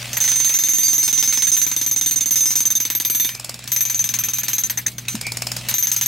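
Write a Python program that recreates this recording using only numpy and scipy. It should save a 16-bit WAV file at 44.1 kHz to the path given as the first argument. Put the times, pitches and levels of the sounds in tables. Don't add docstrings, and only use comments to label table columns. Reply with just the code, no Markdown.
import sys
import numpy as np
from scipy import signal
from scipy.fft import rfft, irfft, next_fast_len
from scipy.io import wavfile
from scipy.ndimage import uniform_filter1d, minimum_filter1d, map_coordinates

SR = 44100
rng = np.random.default_rng(int(sys.argv[2]) if len(sys.argv) > 2 else 0)


def pcm_store(signal):
    levels = np.round(np.clip(np.atleast_2d(signal), -1, 1) * 32767)
    wavfile.write(sys.argv[1], SR, levels.astype(np.int16).T)


N = 267687
CLOCK = np.arange(N) / SR
AGE = np.arange(SR // 5) / SR

# (time [s], rush level [dB], gear whine pitch [Hz], whine level [dB])
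MOTOR_CURVE = [(0, -26.5, 2625, -42), (.5, -31, 2123, -36), (2.5, -34.5, 2190, -45), (3.3, -38, 2350, -37),
               (3.66, -34, 2680, -46), (3.8, -35, 2393, -37), (4.55, -31.5, 2454, -37.5),
               (4.75, -41, 2320, -58), (4.94, -47, 2214, -49), (5.06, -34, 2255, -46),
               (5.28, -33.5, 2305, -28.5), (5.42, -33.5, 2336, -37), (5.66, -30, 2680, -41),
               (5.9, -31, 2430, -63)]
# (time [s], level [dB])
HUM_LEVEL = [(.14, -37.5), (.28, -44), (.7, -51.5), (1.1, -46), (3.2, -48), (3.7, -42.5), (3.85, -47),
             (4.1, -41.5), (4.55, -44.5), (4.8, -40.5), (5.72, -36), (5.78, -48), (6.05, -41)]
ROAR_LEVEL = [(.15, -38.5), (.4, -54), (5.2, -55.5), (5.4, -44), (5.72, -42), (5.8, -67)]
HUM_HARMONICS = [-14.5, -1, -20, -17.5]
# (frequency [Hz], spectral level [dB])
FAN_EQ = [(150, -10), (650, -11), (1200, 1), (2400, 7.5), (3500, 7), (6500, 3.5), (10000, -4), (16000, -44)]
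ROAR_EQ = [(400, -16), (610, 3), (850, -5), (1300, -11)]
RUMBLE_EQ = [(20, -60), (85, -2.5), (200, 0), (400, -14.5), (4000, -38)]
CLACK_EQ = [(150, -23), (650, 0), (1100, -6), (3700, -5.5), (5300, 6), (6000, -5.5), (6800, 3.5),
            (9500, -3.5), (16000, -10.5)]
CRACK_EQ = [(1200, -43), (2400, 4.5), (3600, 13.5), (5400, 10.5), (6800, 5), (8000, 11), (10500, 4),
            (12500, 10), (14000, -6), (16000, 11.5)]
CLANK_EQ = [(150, -21), (400, -12), (700, -8), (950, -3), (1200, -5.5), (1800, 3.5), (2300, 3.5),
            (3500, -7.5)]
SIZZLE_EQ = [(3000, -23.5), (3900, -1.5), (5700, -44), (6450, 13), (7400, -12), (11900, -9.5), (12500, 6),
             (13700, -10.5)]
# (frequency [Hz], left-right correlation [0..1])
STEREO_LIKENESS = [(100, 0.99), (1000, 0.96), (5000, 0.79)]

# (time [s], rate [strokes/s])
LIFTED_TEMPO = [
    [(.004, 25.6), (.06, 25.6)],
    [(3.349, 21.0), (3.66, 20.25)],
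    [(5.152, 15.92), (5.24, 18.4), (5.45, 20.77), (5.59, 20.55)],
]
DIGGING_TEMPO = [
    [(.203, 27.55), (.248, 26.83), (.418, 22.07), (.598, 20.47), (1.3, 20.24), (1.45, 21.14), (1.55, 20.23),
     (3.27, 20.23)],
    [(3.718, 22.81), (4.05, 20.47), (4.53, 20.28), (4.66, 17.55)],
    [(5.74, 23.98), (5.95, 20.94), (6.07, 20.56)],
]
# (time [s], level [dB])
CLACK_LEVEL = [(0, -51), (3.35, -23.5), (3.5, -17.5), (3.59, -28.5), (5.15, -18), (5.45, -15)]
# (time [s], crack level [dB], ring level [dB])
BLOW_FORCE = [(.2, -15.5, -14), (.9, -26, -16.5), (1.08, -18, -14.5), (1.42, -16, -17),
              (1.52, -18.5, -11.5), (1.63, -19.5, -19), (2.08, -24, -16.5), (2.46, -21, -14.5),
              (2.74, -22, -15), (2.9, -22, -27), (3.1, -21, -21.5), (3.76, -22, -17.5),
              (4.08, -22.5, -18.5), (4.64, -20, -16.5), (5.8, -23, -18.5), (5.92, -20.5, -21.5)]
# (time [s], crack level [dB], clank level [dB], ring level [dB], upper-mode gain [dB], free time [s])
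STRAY_BLOWS = [(.131, -24, -28, -28.5, 3, 0.049), (0.169, -23, -19, -21, 9.5, 0.0084),
               (3.291, -23.5, -27.5, -31.5, 13.5, 0.08), (3.676, -23.5, -29, -35, 4, 0.046),
               (4.698, -17.5, -22, -19.5, 7, 0.012), (4.774, -25, -24.5, -16, -4, 0.0085),
               (4.786, -30, -28.5, -28, 4, 0.014), (4.864, -26, -25.5, -10.5, -19, 0.002),
               (4.881, -27, -33, -23, -20, 0.003), (4.982, -27, -28.5, -27, -17, 0.0087),
               (5.083, -20, -23, -24.5, -3, 0.069), (5.686, -13, -19.5, -22.5, 7.5, 0.058),
               (5.712, -24, -26, -32, -5, 0.016)]

MODE_FAMILY = "minor minor minor main main main main main minor minor upper upper upper minor".split()
MODE_HZ = [3629, 4325, 4753, 5151, 6157, 6437, 6700, 8524, 8940, 11700, 12230, 12332, 12572, 14460]
MODE_DB = [-14, -24, -28, -20.5, 0, -9.5, -26, -17, -15.5, -18, -15.5, -3.5, -19.5, -25]
MODE_T60 = [0.15, 0.52, 0.85, 0.23, 0.64, 0.35, 0.18, 0.4, 0.28, 0.53, 0.31, 0.24, 0.29, 0.49]
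# (time [s], gain [dB])
UPPER_GAIN = [(.2, 0.5), (.33, -12), (.6, -1.5), (.81, 6), (1.02, -2.5), (1.5, -7.5), (1.65, 5), (2.1, 0),
              (2.78, 2), (2.95, 13.5), (3.72, 9.5), (3.9, -0.5), (4.35, 0), (4.45, 1.5), (4.6, -4.5),
              (5.9, 6)]
# (time [s], gain [dB])
MINOR_GAIN = [(.2, -3.5), (1.35, -1), (2.7, 0.5), (2.92, 4), (3.2, 7.5), (3.9, -6), (4.7, -15), (5.08, 3),
              (5.8, -6)]
# (time [s], half-width [s], pitch [Hz], gain [dB])
MODE_SWELLS = [(.84, 0.049, 4750, 21), (1.247, 0.22, 5150, 13), (2.5, 0.063, 5150, 11),
               (5.08, 0.067, 8520, 12), (5.91, 0.059, 5150, 15)]
# (time [s], extra decay [dB/s])
SOIL_DAMPING = [(.8, 0), (1.6, 53), (3.3, 52), (4.0, 220), (4.9, 420), (5.08, 110)]
# (time [s], free time [s])
FREE_TIME = [(.2, 0.11), (.44, 0.043), (.52, 0.036), (1.45, 0.035), (1.65, 0.032), (2.2, 0.027),
             (2.45, 0.041), (2.7, 0.022), (3.0, 0.029), (3.15, 0.042), (3.9, 0.028), (4.64, 0.031),
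             (5.8, 0.029)]
# (time [s], typical pitch rise [Hz])
SEAT_BEND = [(.8, 500), (1.05, 120), (4.0, 50)]
# (time [s], left minus right [dB])
RING_PAN = [(2.7, -5), (3.8, 3.5), (5.0, 1)]
# (time [s], level [dB])
PING_LEVEL = [(2.5, 19), (5.6, 9.5), (5.75, 24)]
# (time [s], level [dB])
THUD_LEVEL = [(.14, -41), (.21, -26.5), (1.1, -21), (3.0, -21.5), (3.255, -21.5), (3.285, -43), (3.75, -35),
              (4.5, -29.5), (6.0, -29.5)]
# (time [s], pitch [Hz], level [dB], t60 [s])
SPADE_CLINKS = [(3.244, 3580, -25, 0.13), (3.29, 3100, -22, 0.042), (4.862, 1760, -17.5, 0.032),
                (5.082, 2550, -14.5, 0.033), (5.084, 3800, -12, 0.021)]


def amp(db):
    return 10 ** (np.asarray(db) / 20)


def unit(x):
    return x / np.sqrt(np.mean(x ** 2) + 1e-20)


def along(points, hz):
    frequencies, values = np.transpose(points)
    return np.interp(np.log(hz + 1), np.log(frequencies + 1), values)


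def at(rows, s, column=1):
    columns = np.transpose(rows)
    return np.interp(s, columns[0], columns[column])


def wobble(rate, size=N):
    return map_coordinates(rng.standard_normal(int(size * rate / SR) + 4), [np.arange(size) * rate / SR])


def filtered(x, response):
    size = next_fast_len(N + SR // 2)
    return irfft(rfft(x, size) * response(np.fft.rfftfreq(size, 1 / SR)), size)[..., :N]


def noise(eq, patchy_db):
    def mid_side_gain(hz):
        width = np.arccos(np.clip(along(STEREO_LIKENESS, hz), -1, 1)) / 2
        return amp(along(eq, hz)) * [np.cos(width), np.sin(width)]

    white = signal.stft(rng.standard_normal((2, N)), nperseg=512)[2]
    patches = uniform_filter1d(rng.standard_normal(white.shape[1:]), size=5, axis=0)
    patches = unit(uniform_filter1d(patches, size=6, axis=1))
    pair = signal.istft(white * amp(patchy_db * patches), nperseg=512)[1][:, :N]
    mid, side = filtered(pair, mid_side_gain)
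    return unit(np.array([mid + side, mid - side]))


def add(track, s, sound):
    start = int(np.clip(round(s * SR), 0, N - 1))
    track[..., start:start + sound.shape[-1]] += sound[..., :N - start]


def hit(db, rise, t60, t=AGE):
    return amp(db - 60 * t / t60) * (1 - np.exp(-t / rise))


def bursts(times, levels, rise, t60, tail_db, tail_t60):
    power = np.zeros(N)
    shape = hit(0, rise, t60) + hit(tail_db, rise, tail_t60)
    for s, db in zip(times, levels):
        add(power, s, (amp(db) * shape) ** 2)
    return np.sqrt(power)


def motor(rush_db, whine_db, whine_width_hz, chatter_db, hiss_hz=3500, dull_below_db=-31):
    air, level_db = noise(FAN_EQ, patchy_db=3.0), at(MOTOR_CURVE, CLOCK)
    hiss = filtered(air, lambda hz: hz ** 4 / (hz ** 4 + hiss_hz ** 4))
    air = air - hiss * (1 - amp(np.minimum(0, level_db - dull_below_db)))
    rush = amp(level_db + rush_db + chatter_db * wobble(240)) * air
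    whine_hz = at(MOTOR_CURVE, CLOCK, column=2) + whine_width_hz * wobble(350)
    whine_gain = amp(at(MOTOR_CURVE, CLOCK, column=3) + whine_db + 4.1 * wobble(24.88))
    return rush + whine_gain * np.sin(2 * np.pi * np.cumsum(whine_hz) / SR)


def vents(patchy_db):
    return amp(at(ROAR_LEVEL, CLOCK)) * noise(ROAR_EQ, patchy_db)


def hum(hz, tone_db, rumble_db):
    phase = 2 * np.pi * np.cumsum(hz * (1 + 0.00364 * wobble(3.95))) / SR
    tone = sum(amp(db + wobble(11.0)) * np.sin(k * phase + rng.uniform(0, 2 * np.pi))
               for k, db in enumerate(HUM_HARMONICS, 1))
    level_db = at(HUM_LEVEL, CLOCK)
    rumble = amp(level_db / 2 + rumble_db) * noise(RUMBLE_EQ, patchy_db=0.5)
    return amp(level_db + tone_db) * tone + rumble


def strokes(spells):
    times = []
    for tempo in spells:
        t = np.arange(tempo[0][0], tempo[-1][0], 1 / SR)
        turns = np.cumsum(at(tempo, t)) / SR
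        times.append(np.interp(np.arange(np.ceil(turns[-1])), turns, t))
    return np.concatenate(times)


def idle_strokes(scrape_db, snap_db):
    s = strokes(LIFTED_TEMPO)
    db = at(CLACK_LEVEL, s)
    scrape = bursts(s, db + scrape_db, rise=0.0013, t60=0.014, tail_db=-17.0, tail_t60=0.17)
    snap = bursts(s + 0.00274, db + snap_db, rise=.0001, t60=0.0044, tail_db=-42, tail_t60=.02)
    return np.hypot(scrape, snap) * noise(CLACK_EQ, patchy_db=1.0)


def hammering(clank_db, crack_scatter_db, ring_scatter_db, free_scatter):
    s = strokes(DIGGING_TEMPO)
    hardness, liveliness, seating = rng.standard_normal((len(s), 3)).T
    crack = at(BLOW_FORCE, s) + crack_scatter_db * hardness
    ring = at(BLOW_FORCE, s, column=2) + ring_scatter_db * liveliness
    free_s = at(FREE_TIME, s) * np.exp(free_scatter * seating)
    steady = np.column_stack([s, crack, crack + clank_db, ring, at(UPPER_GAIN, s), free_s])
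    blows = np.vstack([steady, STRAY_BLOWS])
    return blows[np.argsort(blows[:, 0])]


def housing(blows, crack_db, rebound_db, rebound_s):
    s, crack, clank, *_ = blows.T
    sharp = bursts(s, crack + crack_db, rise=0.00048, t60=0.012, tail_db=-14.0, tail_t60=0.18)
    dull = bursts(s, clank, rise=0.00073, t60=0.037, tail_db=-9.5, tail_t60=0.2)
    lag, force = rng.standard_normal((len(s), 2)).T
    rattle_db = at(THUD_LEVEL, s) / 2 + rebound_db + 3 * force
    rattle = bursts(s + rebound_s + 0.0095 * lag, rattle_db,
                    rise=0.00051, t60=0.11, tail_db=-15, tail_t60=0.093)
    cracks = np.hypot(sharp, rattle) * noise(CRACK_EQ, patchy_db=2.0)
    return cracks + dull * noise(CLANK_EQ, patchy_db=2.0)


def swell(s, hz, width_hz=210):
    return sum(db * np.exp(-((s - when) / length) ** 2 - ((hz - near) / width_hz) ** 2)
               for when, length, near, db in MODE_SWELLS)


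def contact_ping(s, t, ring_db, touch, hz=6406):
    envelope = hit(at(PING_LEVEL, s) + 0.73 * ring_db, rise=0.0023, t60=0.0088, t=t)
    return envelope * np.sin(2 * np.pi * hz * (1 + 0.016 * touch) * t)


def bit(blows, main_db, upper_db, scatter_db, upper_scatter_db, choke_db, seat_s, grip_s,
        phase_rough, detune_hz, spread_rad, pan_scatter_db, sizzle_db):
    out, chatter = np.zeros((2, N)), np.zeros(N)
    hz, mode_db, t60 = np.array([MODE_HZ, MODE_DB, MODE_T60])[:, :, None]
    upper, minor = (np.array(MODE_FAMILY)[:, None] == name for name in ("upper", "minor"))
    modes = hit(mode_db, rise=0.001, t60=t60) * np.exp(2j * np.pi * hz * AGE)
    weak = np.clip(-mode_db / 10, .35, 1)
    beamed = np.abs(hz - hz[np.argmax(mode_db)]) < 700
    following = np.append(blows[1:, 0], N / SR + 1)
    for (s, _, _, ring_db, bright_db, free_s), next_s in zip(blows, following):
        size = min(len(AGE), int((next_s - s + .003) * SR))
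        t = AGE[:size]
        landing, side, skew, detune = rng.standard_normal((4, len(hz), 1))
        press, touch, edge = rng.standard_normal(3)
        family_db = np.where(upper, bright_db + upper_db + upper_scatter_db * edge,
                             main_db + at(MINOR_GAIN, s) * minor)
        damping_db = at(SOIL_DAMPING, s) * t * ~upper
        strength = amp(ring_db + family_db + swell(s, hz) + weak * scatter_db * landing - damping_db)
        seated = (1 + np.tanh((t - free_s) / seat_s)) / 2
        gripped = (1 + np.tanh((t - free_s - grip_s) / grip_s)) / 2
        handover = np.clip(1 - (s + t - next_s) / 0.0018, 0, 1)
        gate = amp(-choke_db * gripped ** 2) * handover
        drift = np.cumsum(rng.standard_normal((len(hz), len(AGE))), axis=1)[:, :size] / np.sqrt(SR)
        rub = weak * (phase_rough * drift + 2 * np.pi * detune_hz * detune * t)
        bend_hz = at(SEAT_BEND, s) * (1 + 0.244 * press)
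        bend = 2 * np.pi * np.cumsum(bend_hz * seated ** 2) / SR
        ring = strength * gate * modes[:, :size] * np.exp(1j * (rub + bend * (beamed | upper)))
        pan_db = at(RING_PAN, s) * beamed + pan_scatter_db * side
        pan = amp(pan_db / 2) * np.exp(1j * spread_rad * (1 + skew))
        stereo = np.array([ring * pan, ring / pan]).sum(axis=1).imag
        add(out, s, stereo + contact_ping(s, t, ring_db, touch))
        add(chatter, s, amp(ring_db + sizzle_db) * gate * (1 + seated))
    return out + chatter * noise(SIZZLE_EQ, patchy_db=4.5)


def soil(times, thud_hz, t60, sag, sag_s, delay_s, grit_db, knock_hz, knock_db, knock_t60):
    out = np.zeros(N)
    cycles = thud_hz * np.cumsum(1 + sag * np.exp(-AGE / sag_s)) / SR
    for s in times:
        weight, thud_tune, knock_tune = rng.standard_normal(3)
        thud = np.sin(2 * np.pi * cycles * (1 + .02 * thud_tune)) * hit(0, rise=0.0032, t60=t60)
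        knock = np.sin(2 * np.pi * knock_hz * (1 + 0.022 * knock_tune) * AGE)
        knock *= amp(knock_db - 60 * AGE / knock_t60)
        add(out, s + delay_s, amp(at(THUD_LEVEL, s) + .5 * weight) * (thud + knock))
    return out * (1 + amp(grit_db) * wobble(900))


def clinks(rough_rad):
    out = np.zeros(N)
    for s, hz, db, t60 in SPADE_CLINKS:
        tone = np.sin(2 * np.pi * hz * AGE + rough_rad * wobble(510, size=len(AGE)))
        add(out, s, hit(db, rise=0.00016, t60=t60) * tone)
    return out


def clod(s, db, hz, t60):
    out = np.zeros(N)
    tone = np.sin(2 * np.pi * hz * AGE + .5 * wobble(115, size=len(AGE)))
    add(out, s, hit(db, rise=0.0011, t60=t60) * tone)
    return out


def limiter(x, ceiling_db):
    needed = np.minimum(1, amp(ceiling_db) / (np.abs(x).max(axis=0) + 1e-9))
    return x * uniform_filter1d(minimum_filter1d(needed, size=400), size=300)


def scene():
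    blows = hammering(clank_db=-5.0, crack_scatter_db=2, ring_scatter_db=1, free_scatter=0.144)
    steel = bit(blows, main_db=2.5, upper_db=-0.5, scatter_db=4.5, upper_scatter_db=3.0,
                choke_db=17.5, seat_s=.007, grip_s=.007, phase_rough=6.0, detune_hz=7.8,
                spread_rad=0.28, pan_scatter_db=2.5, sizzle_db=-16)
    steel += clinks(rough_rad=0.6)
    casing = housing(blows, crack_db=8.5, rebound_db=-23.5, rebound_s=0.0328)
    casing += idle_strokes(scrape_db=4.5, snap_db=3)
    ground = soil(blows[:, 0], thud_hz=257, t60=0.025, sag=0.42, sag_s=0.0027, delay_s=0.001,
                  grit_db=-11.0, knock_hz=910, knock_db=-20, knock_t60=0.051)
    ground += clod(s=5.145, db=-17.0, hz=222, t60=0.096)
    drive = motor(rush_db=-6.5, whine_db=-5.5, whine_width_hz=112.3, chatter_db=3.0)
    drive += vents(patchy_db=2.0)
    return steel + casing + ground + drive + hum(hz=60.5, tone_db=4.0, rumble_db=-25.5)


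def record(dry):
    return filtered(limiter(dry, ceiling_db=-4.0), lambda hz: hz < 15780)


dry = scene()
out = record(dry)
pcm_store(out)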